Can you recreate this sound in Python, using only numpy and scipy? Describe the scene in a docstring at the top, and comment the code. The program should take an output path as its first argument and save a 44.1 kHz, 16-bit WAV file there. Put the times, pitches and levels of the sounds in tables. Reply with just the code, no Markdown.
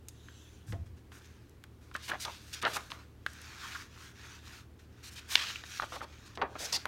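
"""A low room hum comes first; fingertips brush over paper, then two pages of a big picture book are turned.
The hum is wavering sine tones over shaped noise, and a hand bumping the table is short booms with a rumble.
Stroking, scraping and gliding paper is made of many tiny random slips, shaped by how the movement goes.
The lifted sheet snaps and flaps as it buckles: short wavelets and bursts of slips. One sharp crack stands out.
"""
import sys
import numpy as np
from scipy import signal
from scipy.fft import rfft, irfft, next_fast_len
from scipy.io import wavfile
from scipy.ndimage import uniform_filter1d, map_coordinates

SR = 44100
rng = np.random.default_rng(int(sys.argv[2]) if len(sys.argv) > 2 else 0)


def put_to_file(sound):
    """Save the sound as 16-bit audio at rate SR, in the file named by the first command-line argument."""
    columns = np.atleast_2d(sound).T  # one column per channel
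    safe = np.clip(columns, -1, 1)
    whole_steps = np.round(safe * 32767)
    wavfile.write(sys.argv[1], SR, whole_steps.astype(np.int16))


N = 302967  # length in samples, about 6.9 s

# In the event tables, t is the start, and level is set before the event's own envelope.
# The room's steady hum tones: [f/Hz, level/dB]
HUM_TONES = [(76.2, -59), (113.5, -62.5)]
# Colour of the room noise: [f/Hz, level per Hz/dB]
ROOM_COLOUR = [(20, -55), (29, -21), (42, -5.5), (62, -3), (85, -2.5), (110, -4.5), (170, -9.5),
               (300, -9.5), (430, -14), (600, -22.5), (1500, -27.5), (4000, -35), (9000, -42),
               (15800, -42.5)]
# How long the room's echo takes to fall by 60 dB: [f/Hz, decay/s]
ECHO_DECAY = [(200, 0.61), (2000, 0.24), (10000, 0.28)]
# The hand bumps the table top and sets it ringing: [t/s, level/dB, f/Hz, length/s]
TABLE_BUMPS = [(0.683, -35, 110, 0.037), (0.727, -34.5, 92, 0.035), (0.729, -48, 242, .013),
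               (0.726, -51.5, 677, 0.039), (0.782, -36, 82.3, 0.046), (0.862, -44, 83.6, 0.083)]
# Fingertips brush lightly across the page, one movement: [t/s, length/s, level/dB]
FINGER_SWISH = (0.037, 0.69, -62.5)
# Colour of that brushing: [f/Hz, level per Hz/dB]
SWISH_COLOUR = [(530, -43), (900, -13), (1080, -12), (1460, -1.5), (1860, -5), (2060, -10), (3450, 0.5),
                (4190, -8), (5160, -12), (6200, -5), (7440, -9), (8450, -21), (9260, -14), (10400, -17),
                (14000, -22)]
# Fingernails and paper corners tick: [t/s, level/dB]
PAPER_TICKS = [(0.0853, -38.5), (1.258, -55), (1.495, -54), (1.639, -48.5), (1.944, -48), (1.9635, -43),
               (2.626, -37), (2.9037, -55), (3.2637, -41.5), (3.334, -46.5), (3.416, -44.5),
               (6.8555, -37.5)]
# The hand strokes the page, speeding up and slowing down: [t/s, length/s, level/dB, edge hiss/dB re level]
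HAND_STROKES = [(3.237, 0.6, -55, -12), (3.557, .32, -48.5, -11.5), (3.83, 0.23, -63, -17),
                (3.942, .2, -55.5, -9), (4.119, .32, -55, -13.5), (4.405, .24, -55.5, -9),
                (4.906, 0.51, -61.5, -16), (6.01, 0.42, -61, -19), (6.474, 0.21, -61, -14),
                (6.725, 0.14, -56.5, -14)]
# The turning sheet glides over its neighbour: [t/s, length/s, level/dB, edge hiss/dB re level]
PAGE_GLIDES = [(1.947, 0.26, -56.5, -13), (2.15, 0.28, -52.5, -9), (2.35, 0.31, -59, -4.5),
               (2.519, 0.096, -52, -19), (5.283, 0.092, -41.5, -3.5), (5.302, .36, -47.5, -23),
               (5.609, 0.29, -48.5, -10), (5.856, 0.17, -54, -9), (6.56, 0.23, -46.5, -13)]
# A hand or a sheet lands and slides to rest: [t/s, level/dB, fade/s, edge hiss/dB re level]
SOFT_LANDINGS = [(0.675, -62.5, .07, -5), (0.858, -63.5, 0.021, -4), (0.965, -68, 0.032, -5),
                 (1.115, -61, 0.15, -7), (1.24, -64.5, 0.13, -13), (1.81, -68.5, 0.23, -5),
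                 (2.77, -53, 0.1, -6.5), (2.905, -55.5, 0.065, -8), (2.985, -55.5, 0.028, -18),
                 (4.788, -63.5, .05, -9)]
# Colours of rubbing, in the sheet, at the contact and at the edge: each [f/Hz, level per Hz/dB]
DRONE_COLOUR = [(300, -40), (750, -10), (1100, -2.5), (1430, 3.5), (1800, 1.5), (2100, -7), (2600, -7.5),
                (4000, -33), (8000, -34)]
FRICTION_COLOUR = [(900, -33), (1800, -5), (2450, 2.5), (3000, 0), (3700, 1.5), (5000, -2), (6500, -2.5),
                   (8000, -13.5), (10500, -21), (15800, -21)]
HISS_COLOUR = [(2500, -31), (5500, 6.5), (8000, 3.5), (9300, 4), (10400, -3), (11600, 2), (13500, -4),
               (15800, -8)]
# The rubbing catches and chatters at a rough starting pitch: [t/s, length/s, level/dB, f/Hz]
RUB_CHATTERS = [(2.112, 0.0096, -34.5, 1550), (3.63, 0.03, -44, 1330), (3.75, 0.015, -37.5, 1450),
                (5.429, .012, -38, 1540), (6.643, .018, -39, 5600), (6.724, 0.047, -34, 5350)]
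# Quick scrapes of a page edge: [t/s, length/s, level/dB, f/Hz, hiss/dB re level]
EDGE_SCRAPES = [(0.664, .067, -69, 4900, 7.5), (1.114, .075, -69.5, 3800, 4),
                (1.938, 0.019, -51, 3400, -18), (2.021, 0.052, -51, 4100, -5),
                (2.077, 0.025, -41.5, 2850, -7), (2.197, 0.043, -43, 4740, -4),
                (2.247, 0.0064, -38, 3780, -12), (2.528, 0.019, -40.5, 4900, -8.5),
                (2.615, 0.014, -42, 3460, -10), (2.657, 0.081, -47.5, 3450, -6.5),
                (2.731, .04, -40.5, 3600, -3.5), (2.901, .016, -51.5, 4170, -10),
                (3.265, .075, -62, 5000, -4), (5.028, 0.065, -51, 4240, -5.5),
                (5.109, 0.035, -58, 5000, -0.5), (5.153, 0.044, -47.5, 3630, -9.5),
                (5.302, .052, -41, 3870, -6), (5.35, 0.089, -36.5, 3360, -22),
                (5.442, 0.069, -40.5, 3280, -16), (5.914, 0.051, -50, 3680, -9),
                (6.017, 0.027, -51, 3500, -13), (6.255, 0.025, -58.5, 5640, -17),
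                (6.352, 0.0066, -54, 4600, -24), (6.583, 0.078, -43.5, 5100, -5.5),
                (6.722, 0.044, -35.5, 4700, -10.5)]
# Flurries of buckles as the sheet bends or lands; the low first row, at 0.724 s, is instead a dull knock of the
# hand against the table edge, and the low row at 2.09 s is the push of air under the lifted sheet: [t/s,
# length/s, level/dB, f/Hz]
SHEET_FLAPS = [(0.724, 0.035, -48, 284), (0.725, 0.016, -46.5, 786), (1.954, 0.015, -43.5, 1360),
               (2.09, .07, -51.5, 210), (2.093, 0.036, -40, 1300), (2.13, 0.028, -37.5, 1080),
               (2.251, 0.018, -40, 1140), (2.275, 0.027, -40, 1050), (2.631, 0.017, -31, 1230),
               (2.649, .029, -27.5, 1240), (2.683, 0.127, -46, 1010), (2.761, 0.019, -36.5, 1280),
               (2.92, 0.098, -55.5, 1140), (5.358, .065, -49, 1530), (5.501, .007, -47, 1310),
               (5.821, 0.02, -37, 1100), (5.921, 0.042, -42.5, 1010), (5.959, 0.017, -41, 850),
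               (6.007, 0.015, -43.5, 1020), (6.023, 0.029, -44.5, 770), (6.378, 0.042, -42.5, 710),
               (6.415, 0.011, -28.5, 1300), (6.426, 0.036, -34, 740), (6.467, 0.19, -56.5, 580),
               (6.554, 0.0095, -39, 1040), (6.600, 0.086, -48, 730), (6.724, 0.054, -45, 755),
               (6.855, .02, -40, 800)]
# Colours that move with an event's pitch: each [f/(event's f), level per Hz/dB]
CHATTER_COLOUR = [(.4, -40), (.7, -22), (.9, -3.5), (1, -1), (1.1, -1.5), (1.4, -15), (2.5, -44)]
SCRAPE_COLOUR = [(.08, -36), (.2, -20), (.35, -7.5), (.7, -3.5), (1, -1.5), (1.4, -6), (2, -15),
                 (3.5, -30.5)]
FLAP_COLOUR = [(.05, -10), (.2, -11), (.45, -7), (.75, -0.5), (1.1, 1), (1.7, -7), (2.8, -13.5),
               (4.5, -31.5), (7, -62), (14, -68)]
# Single buckles of the sheet: [t/s, level/dB, f/Hz, swell/cycles, crease click/dB re level]
SHEET_SNAPS = [(0.085, -32.5, 6000, 0.36, -8), (0.285, -43, 1620, 0.78, -8),
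               (0.724, -36.5, 1990, 0.44, 3.5), (1.119, -41, 1520, .5, -11), (1.639, -41.5, 1540, 0.98, 2),
               (1.914, -41, 1290, 0.35, -7), (1.951, -25.5, 1420, 0.72, -13), (1.955, -25, 1480, 0.3, -17),
               (1.9635, -39.5, 3160, 0.34, 1), (2.117, -23, 1460, 0.41, -13),
               (2.251, -24.5, 3670, 0.42, -10), (2.626, -27, 2400, 0.29, -8), (2.632, -25, 1300, .32, -16),
               (2.6523, -23.5, 1490, 0.32, 8.5), (2.767, -25.5, 1240, 0.64, -12),
               (2.9037, -40, 1180, 0.57, 5), (2.9184, -33, 1100, 0.98, 10), (3.2637, -19, 1590, 0.84, -4.5),
               (5.5581, -28.5, 2750, 0.92, -10), (5.638, -31, 1650, 0.37, -3),
               (5.7982, -18, 1270, .53, -30), (5.822, -23, 1430, 0.25, -5), (6.015, -32, 1276, 0.96, -22),
               (6.3746, -28.5, 1060, 0.22, -0.5), (6.416, -25.5, 1650, 0.6, -6),
               (6.4222, -21, 1180, 0.24, -12), (6.728, -17, 4640, 0.78, -7),
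               (6.8554, -15.5, 1150, 0.27, -7)]
# The sharp crack of the page popping through, one event: [t/s, level/dB, f/Hz]
PAGE_CRACK = (5.3551, -1.4, 3180)

TOP_HZ = 15900  # nothing is heard from here up
ARCH_END_DB, ARCH_FLATNESS = -19, 2.88  # a movement's level at its two ends; how long it stays near full
RUB_PATCH_DB, SWISH_PATCH_DB = 2.2, 3.5  # how strongly the colour shifts as the contact travels
SWISH_SAG_OCTAVES_PER_S, CHATTER_SAG_OCTAVES_PER_S = 0.3, 7  # how fast the pitch sinks
STROKE_DRONE_DB, GLIDE_DRONE_DB, LANDING_DRONE_DB = -0.5, -6, -0.5  # drone in the sheet, against friction
LANDING_RISE_S = 0.0036
TREMBLE_DB, TREMBLE_PER_S = 1.0, 50  # unsteady pressure: depth and random points a second
SNAP_DB = -25.5  # an ordinary buckle
SHIVER_DB, SHIVER_SLOPE = -12, 0.31  # its shiver against the flip; harder buckles are cleaner (dB per dB)


def amp(db):
    """Turn decibels into a gain."""
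    return 10 ** (np.asarray(db) / 20)


def unit(x):
    """Scale x to rms 1."""
    return x / np.sqrt(np.mean(x ** 2) + 1e-20)


def along(points, hz):
    """Read a table of (frequency, value) points on a log frequency axis."""
    f, values = np.transpose(points)
    return np.interp(np.log(hz + 1e-9), np.log(f), values)


def clock(length):
    """Sample times of a stretch of sound, in seconds."""
    return np.arange(int(length * SR)) / SR


def add(track, s, sound):
    """Mix a sound into the track from time s on, cut at the track's end."""
    part = track[max(round(s * SR), 0):][:len(sound)]
    part += sound[:len(part)]


def filtered(x, response):
    """Filter x with a gain given as a function of frequency in Hz."""
    size = next_fast_len(len(x) + 4096)
    hz = np.fft.rfftfreq(size, 1 / SR)
    return irfft(rfft(x, size) * response(hz), size)[:len(x)]


def coloured(x, spectrum, pitch=1):
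    """Shape x with a colour table, moved up by pitch, and scale it to rms 1."""
    return unit(filtered(x, lambda hz: amp(along(spectrum, hz / pitch))))


def wobble(rate):
    """A smooth curve through rate random points a second."""
    points = rng.standard_normal(4096)
    return map_coordinates(points, [np.arange(N) * rate / SR], mode="wrap")


def slips(size, rate, smooth):
    """Paper sticks and slips: tiny random kicks, rate a second, plus a share of smooth noise."""
    kicks = rng.standard_normal(size) * (rng.random(size) < rate / SR)
    return unit(kicks) + smooth * rng.standard_normal(size)


def gate(t, length, rise, fall):
    """An envelope that swells, holds until length and dies away."""
    swell = 1 - np.exp(-t / rise)
    return swell * np.exp(-np.maximum(t - length, 0) / fall)


def arch(s, length):
    """Loudness of one movement that gathers speed and slows to a stop."""
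    t = np.arange(N) / SR
    from_middle = np.minimum(np.abs(2 * (t - s) / length - 1), 2)  # 0 in the middle, 1 at either end
    return amp(ARCH_END_DB * from_middle ** ARCH_FLATNESS)


def buckle(t, hz, cycles):
    """A patch of paper flips: a short sine under a swell that peaks at 1 after twice the given cycles."""
    turns = np.maximum(t, 0) * hz
    u = turns / cycles / 2
    swell = (u * np.exp(1 - u)) ** 2
    return swell * np.sin(2 * np.pi * turns)


def patchy(x, depth_db):
    """Give x resonances that come and go, a few hundred Hz wide and some 70 ms long."""
    z = signal.stft(x, nperseg=512)[2]
    field = uniform_filter1d(rng.standard_normal(z.shape), size=4, axis=0)  # smooth over frequency
    field = uniform_filter1d(field, size=12, axis=1)  # smooth over time
    return unit(signal.istft(z * amp(depth_db * unit(field)), nperseg=512)[1][:len(x)])


def sinking(x, octaves):
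    """Change the reading speed of x so that it lies the given octaves lower at each sample."""
    return map_coordinates(x, [np.cumsum(2.0 ** -octaves)], mode="wrap")


def background():
    """Quiet room noise with a low hum that wavers in level and phase."""
    t = np.arange(N) / SR
    hum = np.zeros(N)
    for hz, db in HUM_TONES:
        level = amp(db + 1.34 * wobble(28)) * np.sqrt(2)  # a sine's peak is sqrt(2) times its rms
        hum += level * np.sin(2 * np.pi * hz * t + 0.36 * wobble(11))
    return hum + amp(-58.0) * coloured(rng.standard_normal(N), ROOM_COLOUR)


def walls(x):
    """The small room answers with a short tail of fading noise; the low end lingers longest."""
    hz, t, z = signal.stft(rng.standard_normal(SR // 3), SR, nperseg=256)
    fade = amp(-60 * t / along(ECHO_DECAY, hz)[:, None])
    tail = signal.istft(z * fade, SR, nperseg=256)[1]
    late_tail = np.pad(tail, (SR // 250, 0))  # the answer starts 4 ms late
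    return signal.fftconvolve(x, late_tail / np.linalg.norm(tail))[:N]


def table_echo(x):
    """The table mirrors the sheet; the gap between them gives each contact its own hollow colour."""
    delay = rng.uniform(0.0004, 0.0016)  # s
    return unit(filtered(x, lambda hz: 1 - 0.45 * np.exp(-2j * np.pi * hz * delay)))


def bumps():
    """A soft hand pushes the table top, which booms for a few cycles and rumbles on unevenly."""
    out, t = np.zeros(N), clock(1 / 3)
    for s, db, hz, length in TABLE_BUMPS:
        boom = gate(t, length, rise=0.25 * length, fall=0.17 * length) * np.sin(2 * np.pi * hz * t)
        noise = coloured(rng.standard_normal(len(t)), FLAP_COLOUR, hz)
        rumble = gate(t, length, rise=0.006, fall=0.025) * noise
        add(out, s, amp(db) * (boom + amp(-11.5) * rumble))
    return out


def swish():
    """Fingertips skim the page with a thin, hollow hiss whose bands drift and sink."""
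    s, length, db = FINGER_SWISH
    hiss = patchy(coloured(slips(N, rate=3000, smooth=1.4), SWISH_COLOUR), SWISH_PATCH_DB)
    since_middle = np.arange(N) / SR - s - length / 2
    return amp(db) * arch(s, length) * sinking(hiss, SWISH_SAG_OCTAVES_PER_S * since_middle)


def ticks():
    """A hard, tiny contact gives one sharp click and a brief spit of treble."""
    out, t = np.zeros(N), clock(1 / 30)
    for s, db in PAPER_TICKS:
        click = buckle(t, hz=9500, cycles=0.27)
        spit = coloured(rng.standard_normal(len(t)), HISS_COLOUR) * np.exp(-t / 0.0015)
        add(out, s, amp(db) * (amp(1) * click + amp(-0.5) * spit))
    return out


def rubbing(movements, drone_db):
    """Paper rubbed by (loudness, hiss dB) movements: slips sound in the sheet, and the pressure trembles."""
    effort = np.linalg.norm([loudness for loudness, hiss_db in movements], axis=0)
    edge = np.linalg.norm([loudness * amp(hiss_db) for loudness, hiss_db in movements], axis=0)
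    drone = patchy(coloured(slips(N, rate=700, smooth=1.0), DRONE_COLOUR), RUB_PATCH_DB)
    friction = patchy(coloured(slips(N, rate=1500, smooth=1.2), FRICTION_COLOUR), RUB_PATCH_DB)
    hiss = coloured(slips(N, rate=4000, smooth=0.98), HISS_COLOUR)
    pressure = amp(TREMBLE_DB * wobble(TREMBLE_PER_S))
    return pressure * (effort * (amp(drone_db) * drone + friction) + edge * hiss)


def sliding():
    """The hand's strokes drone in the sheet, a gliding page is brighter, and a landing starts at once and fades."""
    t = np.arange(N) / SR
    strokes = [(amp(db) * arch(s, length), hiss_db) for s, length, db, hiss_db in HAND_STROKES]
    glides = [(amp(db) * arch(s, length), hiss_db) for s, length, db, hiss_db in PAGE_GLIDES]
    landings = []
    for s, db, fade, hiss_db in SOFT_LANDINGS:
        since_contact = np.maximum(t - s, 0)
        landings.append((amp(db) * gate(since_contact, 0, LANDING_RISE_S, fade), hiss_db))
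    stroked = rubbing(strokes, STROKE_DRONE_DB)
    glided = rubbing(glides, GLIDE_DRONE_DB)
    return stroked + glided + rubbing(landings, LANDING_DRONE_DB)


def chatters():
    """Slips fall nearly into step: a narrow band of noise that sinks in pitch as the slip slows."""
    out, t = np.zeros(N), clock(1 / 8)
    for s, length, db, hz in RUB_CHATTERS:
        band = coloured(rng.standard_normal(len(t)), CHATTER_COLOUR, hz)
        envelope = gate(t, length, rise=0.0021, fall=0.0033)
        add(out, s, amp(db) * envelope * sinking(band, CHATTER_SAG_OCTAVES_PER_S * t))
    return out


def scrapes():
    """The page edge drags briefly over its neighbour: dense, bright slips that swell as it gathers speed."""
    out, t = np.zeros(N), clock(1 / 5)
    for s, length, db, hz, hiss_db in EDGE_SCRAPES:
        rasp = coloured(slips(len(t), rate=3500, smooth=0.82), SCRAPE_COLOUR, hz)
        hiss = coloured(slips(len(t), rate=4500, smooth=0.76), HISS_COLOUR)
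        speed = gate(t, length, rise=0.13 * length, fall=0.0041)
        add(out, s, amp(db) * speed * (table_echo(rasp) + amp(hiss_db) * hiss))
    return out


def flaps():
    """A bending sheet gives way in a run of dull buckles that fades as the tension goes."""
    out, t = np.zeros(N), clock(1 / 5)
    for s, length, db, hz in SHEET_FLAPS:
        tension = gate(t, length, rise=0.00075, fall=0.0083) * amp(1.5 - 6.4 * t / length)
        run = coloured(slips(len(t), rate=1800, smooth=0.77), FLAP_COLOUR, hz)
        add(out, s, amp(db) * tension * table_echo(run))
    return out


def snaps():
    """Each buckle rings a patch of the sheet, clicks at the crease and leaves the paper shivering."""
    out, t = np.zeros(N), clock(1 / 8)
    for s, db, hz, cycles, crease_db in SHEET_SNAPS:
        shiver_db = SHIVER_DB - SHIVER_SLOPE * (db - SNAP_DB)
        flip = buckle(t, hz, cycles)
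        crease = buckle(t, hz=3230, cycles=0.33)
        noise = coloured(rng.standard_normal(len(t)), FLAP_COLOUR, hz)
        shiver = noise * gate(t, 0, rise=0.00033, fall=0.005)
        add(out, s, amp(db) * (flip + amp(crease_db) * crease + amp(shiver_db) * shiver))
    return out


def crack():
    """The taut page pops through and at once flips back the other way."""
    out, t = np.zeros(N), clock(1 / 20)
    s, db, hz = PAGE_CRACK
    flip = buckle(t, hz, cycles=0.26)
    back = buckle(t - 0.00156, hz, cycles=0.26)
    noise = coloured(rng.standard_normal(len(t)), HISS_COLOUR)
    tick = noise * gate(t, 0.0019, rise=0.0016, fall=0.00082)
    add(out, s, amp(db) * (flip - back + amp(-27) * tick))
    return out


def scene():
    """The book on the table, close up, with a little room."""
    touches = bumps() + swish() + ticks()
    rubs = sliding() + chatters() + scrapes()
    buckles = flaps() + snaps() + crack()
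    book = touches + rubs + buckles
    return (background() + amp(-15.5) * walls(book) + book)[None]


def record(dry):
    """Cut away everything from the top frequency up."""
    return np.array([filtered(channel, lambda hz: hz < TOP_HZ) for channel in dry])


dry = scene()
out = record(dry)
put_to_file(out)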